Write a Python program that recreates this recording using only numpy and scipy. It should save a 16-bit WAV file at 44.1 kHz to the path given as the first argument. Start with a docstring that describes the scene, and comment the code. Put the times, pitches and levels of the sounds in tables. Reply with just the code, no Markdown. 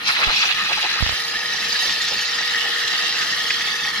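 """Water churns, gulps and splats as the nozzle of a hand-held electric pump clears a pond.
The jet settles into a rushing spray of drops, bubbles and mist, over the whine of the motor
and the rattle of the impeller in its casing. The right port of the nearby microphone is
covered for the first second and pops clear with a few low thumps."""
import sys
import numpy as np
from scipy import signal
from scipy.fft import rfft, irfft
from scipy.io import wavfile
from scipy.ndimage import uniform_filter1d, map_coordinates

SR = 44100
rng = np.random.default_rng(int(sys.argv[2]) if len(sys.argv) > 2 else 0)


def waveform_to_disk(signal):
    """Save audio, clipped to [-1, 1], as 16-bit WAV at the path in sys.argv[1]."""
    frames = np.transpose(np.atleast_2d(signal))
    scaled = np.clip(frames, -1, 1) * 32767
    samples = np.round(scaled).astype(np.int16)
    wavfile.write(sys.argv[1], SR, samples)


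N = 176400
TIME_S = np.arange(N) / SR
BIN_HZ = np.maximum(np.arange(N // 2 + 1) * SR / N, 1)


def undb(db):
    """Decibels to gain."""
    return 10 ** (np.asarray(db) / 20)


def curve(rows):
    """Gain per sample from (time [s], level [dB])."""
    return undb(np.interp(TIME_S, *np.array(rows).T))


def response(points):
    """Gain per bin from (frequency [Hz], gain [dB])."""
    hz, db = np.array(points).T
    return undb(np.interp(np.log(BIN_HZ), np.log(hz), db))


def colour(x, points):
    """Filter by response(points), rolling off beyond both ends."""
    skirts = np.minimum(BIN_HZ / points[0][0], 1) * np.minimum(points[-1][0] / BIN_HZ, 1)
    return irfft(rfft(x) * response(points) * skirts ** 2, N)


def ring(x, hz, width_hz):
    """Two identical resonators in series."""
    return irfft(rfft(x) / (1 + 1j * (BIN_HZ - hz * hz / BIN_HZ) / width_hz) ** 2, N)


def unit(x):
    """Scale to rms 1."""
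    return x / np.sqrt(np.mean(x ** 2))


def walk(rate_hz):
    """Smooth random drift, rms 1."""
    span = max(int(SR / rate_hz), 2)
    smoothed = uniform_filter1d(rng.standard_normal(N), span, mode="wrap")
    return unit(uniform_filter1d(smoothed, span // 2, mode="wrap"))


def patter(per_s, spread_db):
    """Dense impacts of unequal size."""
    hits = (rng.random(N) < per_s / SR) * rng.standard_normal(N)
    return unit(hits * undb(spread_db * rng.standard_normal(N)))


def wide_patter(per_s, spread_db, alike_hz):
    """Impacts over a wide area: the two ports agree on the lows only."""
    shared, left, right = (rfft(patter(per_s, spread_db)) for _ in range(3))
    alike = 1 / (1 + (BIN_HZ / alike_hz) ** 2)
    return irfft(np.sqrt(alike) * shared + np.sqrt(1 - alike) * np.array([left, right]), N)


def flicker(x, depth_db, rate_hz):
    """Each octave swells and sinks on its own."""
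    octave = np.clip(np.log2(BIN_HZ / 200), 0, 6)
    spectrum = rfft(x)
    bands = (irfft(spectrum * np.maximum(1 - abs(octave - k), 0), N) for k in range(7))
    return sum(band * undb(depth_db * walk(rate_hz)) for band in bands)


def swell(at_s, length_s):
    """Gaussian envelope, peak 1."""
    return np.exp(-2 * ((TIME_S - at_s) / length_s) ** 2)


def chirps(count, centre_hz, octaves, cycles, spread_db, glide, lag_s):
    """Scattered tones ring briefly and rise in pitch, each from its own direction."""
    when, place = rng.random((count, 2)).T
    pitch, size = rng.standard_normal((count, 2)).T
    hz = np.clip(centre_hz * 2 ** (octaves * pitch), 300, 7000)[:, None]
    gain = undb(spread_db * np.minimum(size, 2))[:, None]
    k = np.arange(min(int(cycles / centre_hz * SR), 2000))
    turns = hz * k / SR
    age = np.minimum(turns / cycles, 2)  # 1 at -60 dB
    wave = gain * np.exp(-np.log(1000) * age) * np.sin(2 * np.pi * turns * (1 + glide * age))
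    wave = np.diff(wave, axis=1, prepend=0) / hz
    starts = [(when * N + side * (place - .5) * lag_s * SR).astype(int) for side in (1, -1)]
    ports = [np.bincount(((start[:, None] + k) % N).ravel(), wave.ravel(), N) for start in starts]
    return unit(np.array(ports))


# Churn, strongest with the nozzle low in the water (time [s], level [dB])
CHURN_LEVEL = [(0,-33.5),(.05,-32),(.09,-20.5),(.27,-21.5),(.37,-26),(.48,-23),(.55,-28),(.62,-24),(.9,-26),(1.1,-27),(1.4,-35),(2.3,-35),(2.8,-29),(4,-32.5)]
# Churn spectrum (frequency [Hz], gain [dB])
CHURN_SPECTRUM = [(450,-45),(850,-12),(1250,7.5),(1800,8.5),(2600,5.5),(4000,6.5),(6000,-21)]
# Air in the jet (time [s], length [s], level [dB], centre [Hz])
GULPS = [(0.1,0.048,-30,1190),(0.213,0.041,-26.5,900),(0.295,0.061,-27.5,800),(0.454,0.029,-31,860),(0.712,0.025,-26,824),(0.775,0.016,-29,870),(0.849,0.029,-28,810),(2.122,0.018,-33.5,586)]


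def churn():
    """Water and air tumble around the nozzle, with separate hollow gulps."""
    tumble = colour(wide_patter(per_s=4000, spread_db=3.7, alike_hz=1600), CHURN_SPECTRUM)
    out = unit(flicker(tumble, depth_db=4.5, rate_hz=35)) * curve(CHURN_LEVEL)
    air = wide_patter(per_s=5000, spread_db=2.2, alike_hz=2200)
    for at_s, length_s, db, hz in GULPS:
        out += undb(db) * swell(at_s, length_s) * unit(ring(air, hz, width_hz=1.3 * hz))
    return out


# Pond wash spectrum (frequency [Hz], gain [dB])
WASH_SPECTRUM = [(25,-7.5),(100,-13),(190,-0.5),(330,-4.5),(650,-1.5),(850,0.5),(1020,-5.5),(1500,5),(3000,-38)]


def wash():
    """Water falls back with a low slosh."""
    slosh = colour(wide_patter(per_s=2500, spread_db=1.05, alike_hz=1270), WASH_SPECTRUM)
    return undb(-37.5) * unit(flicker(slosh, depth_db=3.0, rate_hz=53))


# Motor whine (shaft harmonic [1], level [dB], right port lag [rad])
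WHINE_PARTIALS = [(3,-50,0.98),(7,-50.5,1.05),(8,-40,0.8),(9,-44,-2),(11,-40.5,0.7),(12,-38.5,0.6)]
# Pump rising out of the water (time [s], gain [dB])
PUMP_LEVEL = [(0,-6),(.45,-13),(.6,4),(.75,-11),(.93,-2.5),(1.4,0),(1.8,1.5),(2.2,-1),(2.6,2),(2.78,3),(3.1,.5),(4,.3)]


def pump(shaft_hz=156.35, casing_hz=1845, warble_hz=74.85):
    """Shaft harmonics whine; the impeller rattles the casing once a turn and makes it warble."""
    shaft_rad = 2 * np.pi * np.cumsum(shaft_hz * (1 + .0015 * walk(2.9))) / SR
    right_only = np.array([[0], [1]])
    whine = 0
    for harmonic, db, lag_rad in WHINE_PARTIALS:
        peak = np.sqrt(2) * undb(db + 1.65 * walk(11))
        whine += peak * np.sin(harmonic * shaft_rad + rng.uniform(0, 2 * np.pi) - lag_rad * right_only)
    knocks = wide_patter(per_s=6000, spread_db=3.4, alike_hz=2800)
    knocks *= undb(7.0 * np.cos(shaft_rad) + 2 * walk(70))
    rattle = undb(-34.5) * unit(ring(knocks, casing_hz, width_hz=265))
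    casing_rad = 2 * np.pi * np.cumsum(casing_hz + warble_hz * walk(90.75)) / SR
    flutter = undb(4.2 * walk(68) + 1.5 * np.cos(shaft_rad))
    warble = undb(-32) * unit(np.sin(casing_rad - right_only) * flutter)  # right lags 1 rad
    return (whine + rattle + warble) * curve(PUMP_LEVEL)


# Jet strength (time [s], level [dB])
JET_LEVEL = [(0,-42),(.052,-31),(.08,-20),(.125,-27.5),(.2,-26),(.32,-28),(.37,-21.5),(.43,-22.3),(.52,-28),(.85,-27),(1.25,-30),(1.6,-28.5),(1.8,-25),(2.15,-26.5),(2.4,-27.5),(2.7,-30),(3.1,-27),(3.6,-28.5),(4,-32.5)]
# Fine drop spectrum (frequency [Hz], gain [dB])
DROP_SPECTRUM = [(700,-17),(1400,-8.5),(2050,-4.5),(2400,5.5),(2800,-6),(3300,-5.5),(4000,0.5),(5100,-0.5),(5900,-4),(7500,-16.5),(8200,-26.5)]


def spray():
    """The sputtering jet breaks into drops; faint, brief tones around 4 kHz ring through the hiss."""
    drops = colour(wide_patter(per_s=9000, spread_db=.47, alike_hz=4900), DROP_SPECTRUM)
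    drops = unit(flicker(drops, depth_db=1.2, rate_hz=24))
    fizz = chirps(3500, centre_hz=4300, octaves=.2315, cycles=51, spread_db=6, glide=.041, lag_s=3e-4)
    tones = chirps(450, centre_hz=4022, octaves=.35, cycles=520, spread_db=3, glide=.0685, lag_s=3.4e-4)
    sputter = undb(.32 * walk(41))
    rush = undb(-1.5) * drops + undb(-2.5) * shimmer() + undb(-9) * fizz + undb(-5.5) * tones
    return rush * sputter * curve(JET_LEVEL)


def shimmer(per_s=210, decay_s=.007, low_hz=2690, high_hz=7674, bands=16):
    """Narrow bands of hiss flare briefly at random, so the treble shifts and shimmers."""
    hiss = colour(wide_patter(per_s=9000, spread_db=.33, alike_hz=4900), DROP_SPECTRUM)
    fade = rfft(np.exp(-TIME_S / decay_s))
    out = 0
    for hz in np.geomspace(low_hz, high_hz, bands):
        flares = 1. * (rng.random(N) < per_s / bands / SR)
        power = irfft(rfft(flares) * fade, N)
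        out += ring(hiss, hz, width_hz=380) * np.sqrt(abs(power))
    return unit(out)


def ticks(per_s=70, spread_db=5):
    """Lone drops strike close by with a dry tick."""
    size = undb(spread_db * rng.uniform(-1.1, 1, (2, N)))
    hits = (rng.random(N) < per_s / SR) * size * np.sign(rng.standard_normal(N))
    return undb(-8.5) * unit(colour(hits, DROP_SPECTRUM)) * curve(JET_LEVEL)


# Mist hiss (time [s], level [dB])
MIST_LEVEL = [(0,-48),(.05,-47),(.09,-40),(.17,-44),(.22,-50),(.7,-45.5),(1.1,-44),(1.4,-46.5),(1.85,-42.5),(2.5,-46),(3.3,-45.5),(4,-45.5)]
# Mist spectrum (frequency [Hz], gain [dB])
MIST_SPECTRUM = [(7500,-17),(8600,4),(11000,5.5),(12200,0),(15000,-3)]
# Spits of air (time [s], length [s], level [dB], centre [Hz])
SPITS = [(0.095,0.023,-42,9500),(0.116,.011,-41,12700)]


def mist():
    """The finest droplets hiss, with a rising spit as the nozzle breaks the surface."""
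    hiss = colour(wide_patter(per_s=30000, spread_db=.6, alike_hz=1600), MIST_SPECTRUM)
    out = unit(hiss) * undb(2.7 * walk(35)) * curve(MIST_LEVEL)
    for at_s, length_s, db, hz in SPITS:
        out += undb(db) * swell(at_s, length_s) * unit(ring(hiss, hz, width_hz=3000))
    return out


# Bubbling where the jet lands (time [s], level [dB])
BUBBLING_LEVEL = [(0, -52), (0.05, -37), (0.085, -30), (0.17, -41), (0.24, -25), (0.47, -26), (0.56, -26.5),
                  (0.75, -29), (0.95, -31), (1.3, -36), (1.75, -29), (2.3, -34), (2.56, -26), (3.2, -29),
                  (3.65, -28), (4, -33.5)]


def bubbling():
    """Air driven under the surface rings as a swarm of bubbles."""
    swarm = chirps(4500, centre_hz=3100, octaves=.206, cycles=30,
                   spread_db=-1.5, glide=.038, lag_s=2.2e-4)
    return undb(-.5 + .86 * walk(33)) * swarm * curve(BUBBLING_LEVEL)


# Large drops (time [s], level [dB], decay [s], centre [Hz])
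SPLATS = [(.079,-17,0.0084,4330),(0.086,-19,0.0079,2100),(0.137,-25,.006,3000),(.238,-14,0.0078,2700),(.308,-29,.006,3000),(0.475,-22,.014,3000),(0.728,-16.5,0.011,2600),(0.852,-31,.005,2600),(0.939,-22,.005,3700),(1.895,-19,.007,2800),(2.05,-22,.005,4400),(2.08,-22,.005,4200),(2.19,-20,0.0068,2200),(2.425,-22,.006,2400),(2.879,-17.5,0.0074,4070),(3.183,-18,.004,3400),(3.214,-22,0.026,3700),(3.505,-14,0.0066,2540),(3.609,-20,0.006,2810),(3.851,-20,.005,2200)]
# Common splat spectrum (frequency [Hz], gain [dB])
SPLAT_SPECTRUM = [(800,-22),(1600,7),(5000,-4),(7500,-6),(14000,-33)]


def splats():
    """Larger drops slap down nearby, deep or bright by their size."""
    burst = colour(wide_patter(per_s=22000, spread_db=.55, alike_hz=3800), SPLAT_SPECTRUM)
    out = 0
    for at_s, db, decay_s, hz in SPLATS:
        envelope = (TIME_S >= at_s) * np.exp(-abs(TIME_S - at_s) / decay_s)
        out += undb(db) * envelope * unit(ring(burst, hz, width_hz=1.14 * hz))
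    return out


# Right port pops (time [s], level [dB], pitch [Hz], snap level [dB])
THUMPS = [(0.271,-13,30,-28),(1.007,-16,80,-7),(1.026,-3.5,53,-1),(1.0647,-16,62,-0.5),(1.094,-18,62,0.5),(1.1257,-20.5,62,-5)]
# Snap spectrum (frequency [Hz], gain [dB])
SNAP_SPECTRUM = [(150,-7),(700,15.5),(1300,9.5),(4000,-5),(7000,-15),(14000,-27)]


def thumps(swing_cycles=.79, suck_s=.0016, snap_s=.00018, snap_hz=2390):
    """Each pop at the port is a sharp snap and a short suck, then a heavily damped swing."""
    lows, snaps = 0, 0
    for at_s, db, hz, snap_db in THUMPS:
        age_s = np.maximum(TIME_S - at_s, 0)
        swing = np.sin(2 * np.pi * age_s * hz) * np.exp(-(age_s * hz / swing_cycles) ** 2)
        suck = np.exp(-((TIME_S - at_s) / suck_s) ** 2)
        lows += undb(db) * (.66 * swing - .57 * suck)
        snap = (TIME_S >= at_s) * np.exp(-age_s / snap_s) * np.cos(2 * np.pi * snap_hz * age_s)
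        snaps -= undb(snap_db) * snap
    return lows + colour(snaps, SNAP_SPECTRUM)


# Left port's lead as the microphone turns (time [s], lead [ms])
LEFT_LEAD = [(0,0.23),(.9,0.1),(1.4,0.05),(2.2,0.025),(3,0.056),(4,0.023)]
# Reflection off the pond (time [s], gain [dB])
POND_ECHO = [(0,-16),(2.3,-15.5),(2.8,-20),(4,-6)]


def from_jet(x, pond_ms=1.009, hand_ms=2.3):
    """Water sound reaches the left port first, and again off the pond and the swaying hand."""
    n = np.arange(N)
    lead = np.interp(TIME_S, *np.array(LEFT_LEAD).T) * SR / 1000
    pond = pond_ms * (1 + .068 * walk(1.5)) * SR / 1000
    hand = hand_ms * (1 + .044 * walk(2)) * SR / 1000
    paths = [(0, 1), (pond, curve(POND_ECHO)), (hand, undb(-15.5))]
    out = np.zeros((2, N))
    for port, lag in enumerate((0, lead)):
        for delay, gain in paths:
            out[port] += gain * map_coordinates(x[port], [n - lag - delay], order=3, mode="wrap")
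    return out


# Cancellation at the notch centre (time [s], gain [dB])
NOTCH_GAIN = [(0,0.5),(2.1,-5),(2.6,-7.5),(3.2,-14),(4,-18)]


def notch(x):
    """A narrow band cancels more and more as the microphone moves over the pump."""
    depth = 1 - curve(NOTCH_GAIN)
    return x - depth * ring(x, hz=2430, width_hz=700)


def scene():
    """Water and pump together, in stereo."""
    water = from_jet(spray() + ticks() + bubbling() + churn() + wash())
    return notch(water + pump()) + from_jet(splats()) + mist()


# Open right port against the left (frequency [Hz], gain [dB])
PORT_OPEN = [(600,0.5),(1000,-1.5),(1400,-3),(1750,-1.5),(2050,0),(2600,1.5),(3400,2),(4000,0.5),(4900,2.5),(6200,0),(7500,3.5),(9000,-3),(13000,-1)]
# Covered right port (frequency [Hz], gain [dB])
PORT_COVERED = [(100,5.5),(600,-2.5),(1100,1.5),(1400,1.5),(1850,-2),(2150,0.5),(2620,7),(3100,-6),(3400,4.5),(3700,-6),(4150,4.5),(4450,-2),(4950,-1.5),(5500,-15),(8000,-12),(14000,-12)]


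def record(dry, clears_at_s=1.016, clearing_s=.06, low_hz=10, top_hz=14900):
    """The right port is dull and resonant until it pops clear; rumble and top are cut on both."""
    clear = np.clip((TIME_S - clears_at_s) / clearing_s + .5, 0, 1)
    free, covered = (irfft(rfft(dry[1]) * response(port), N) for port in (PORT_OPEN, PORT_COVERED))
    right = clear * free + (1 - clear) * covered + thumps()
    highpass = signal.butter(1, low_hz, "high", fs=SR, output="sos")
    lowpass = signal.ellip(10, .2, 80, top_hz, fs=SR, output="sos")
    return signal.sosfilt(lowpass, signal.sosfilt(highpass, np.array([dry[0], right])))


dry = scene()
out = record(dry)
waveform_to_disk(out)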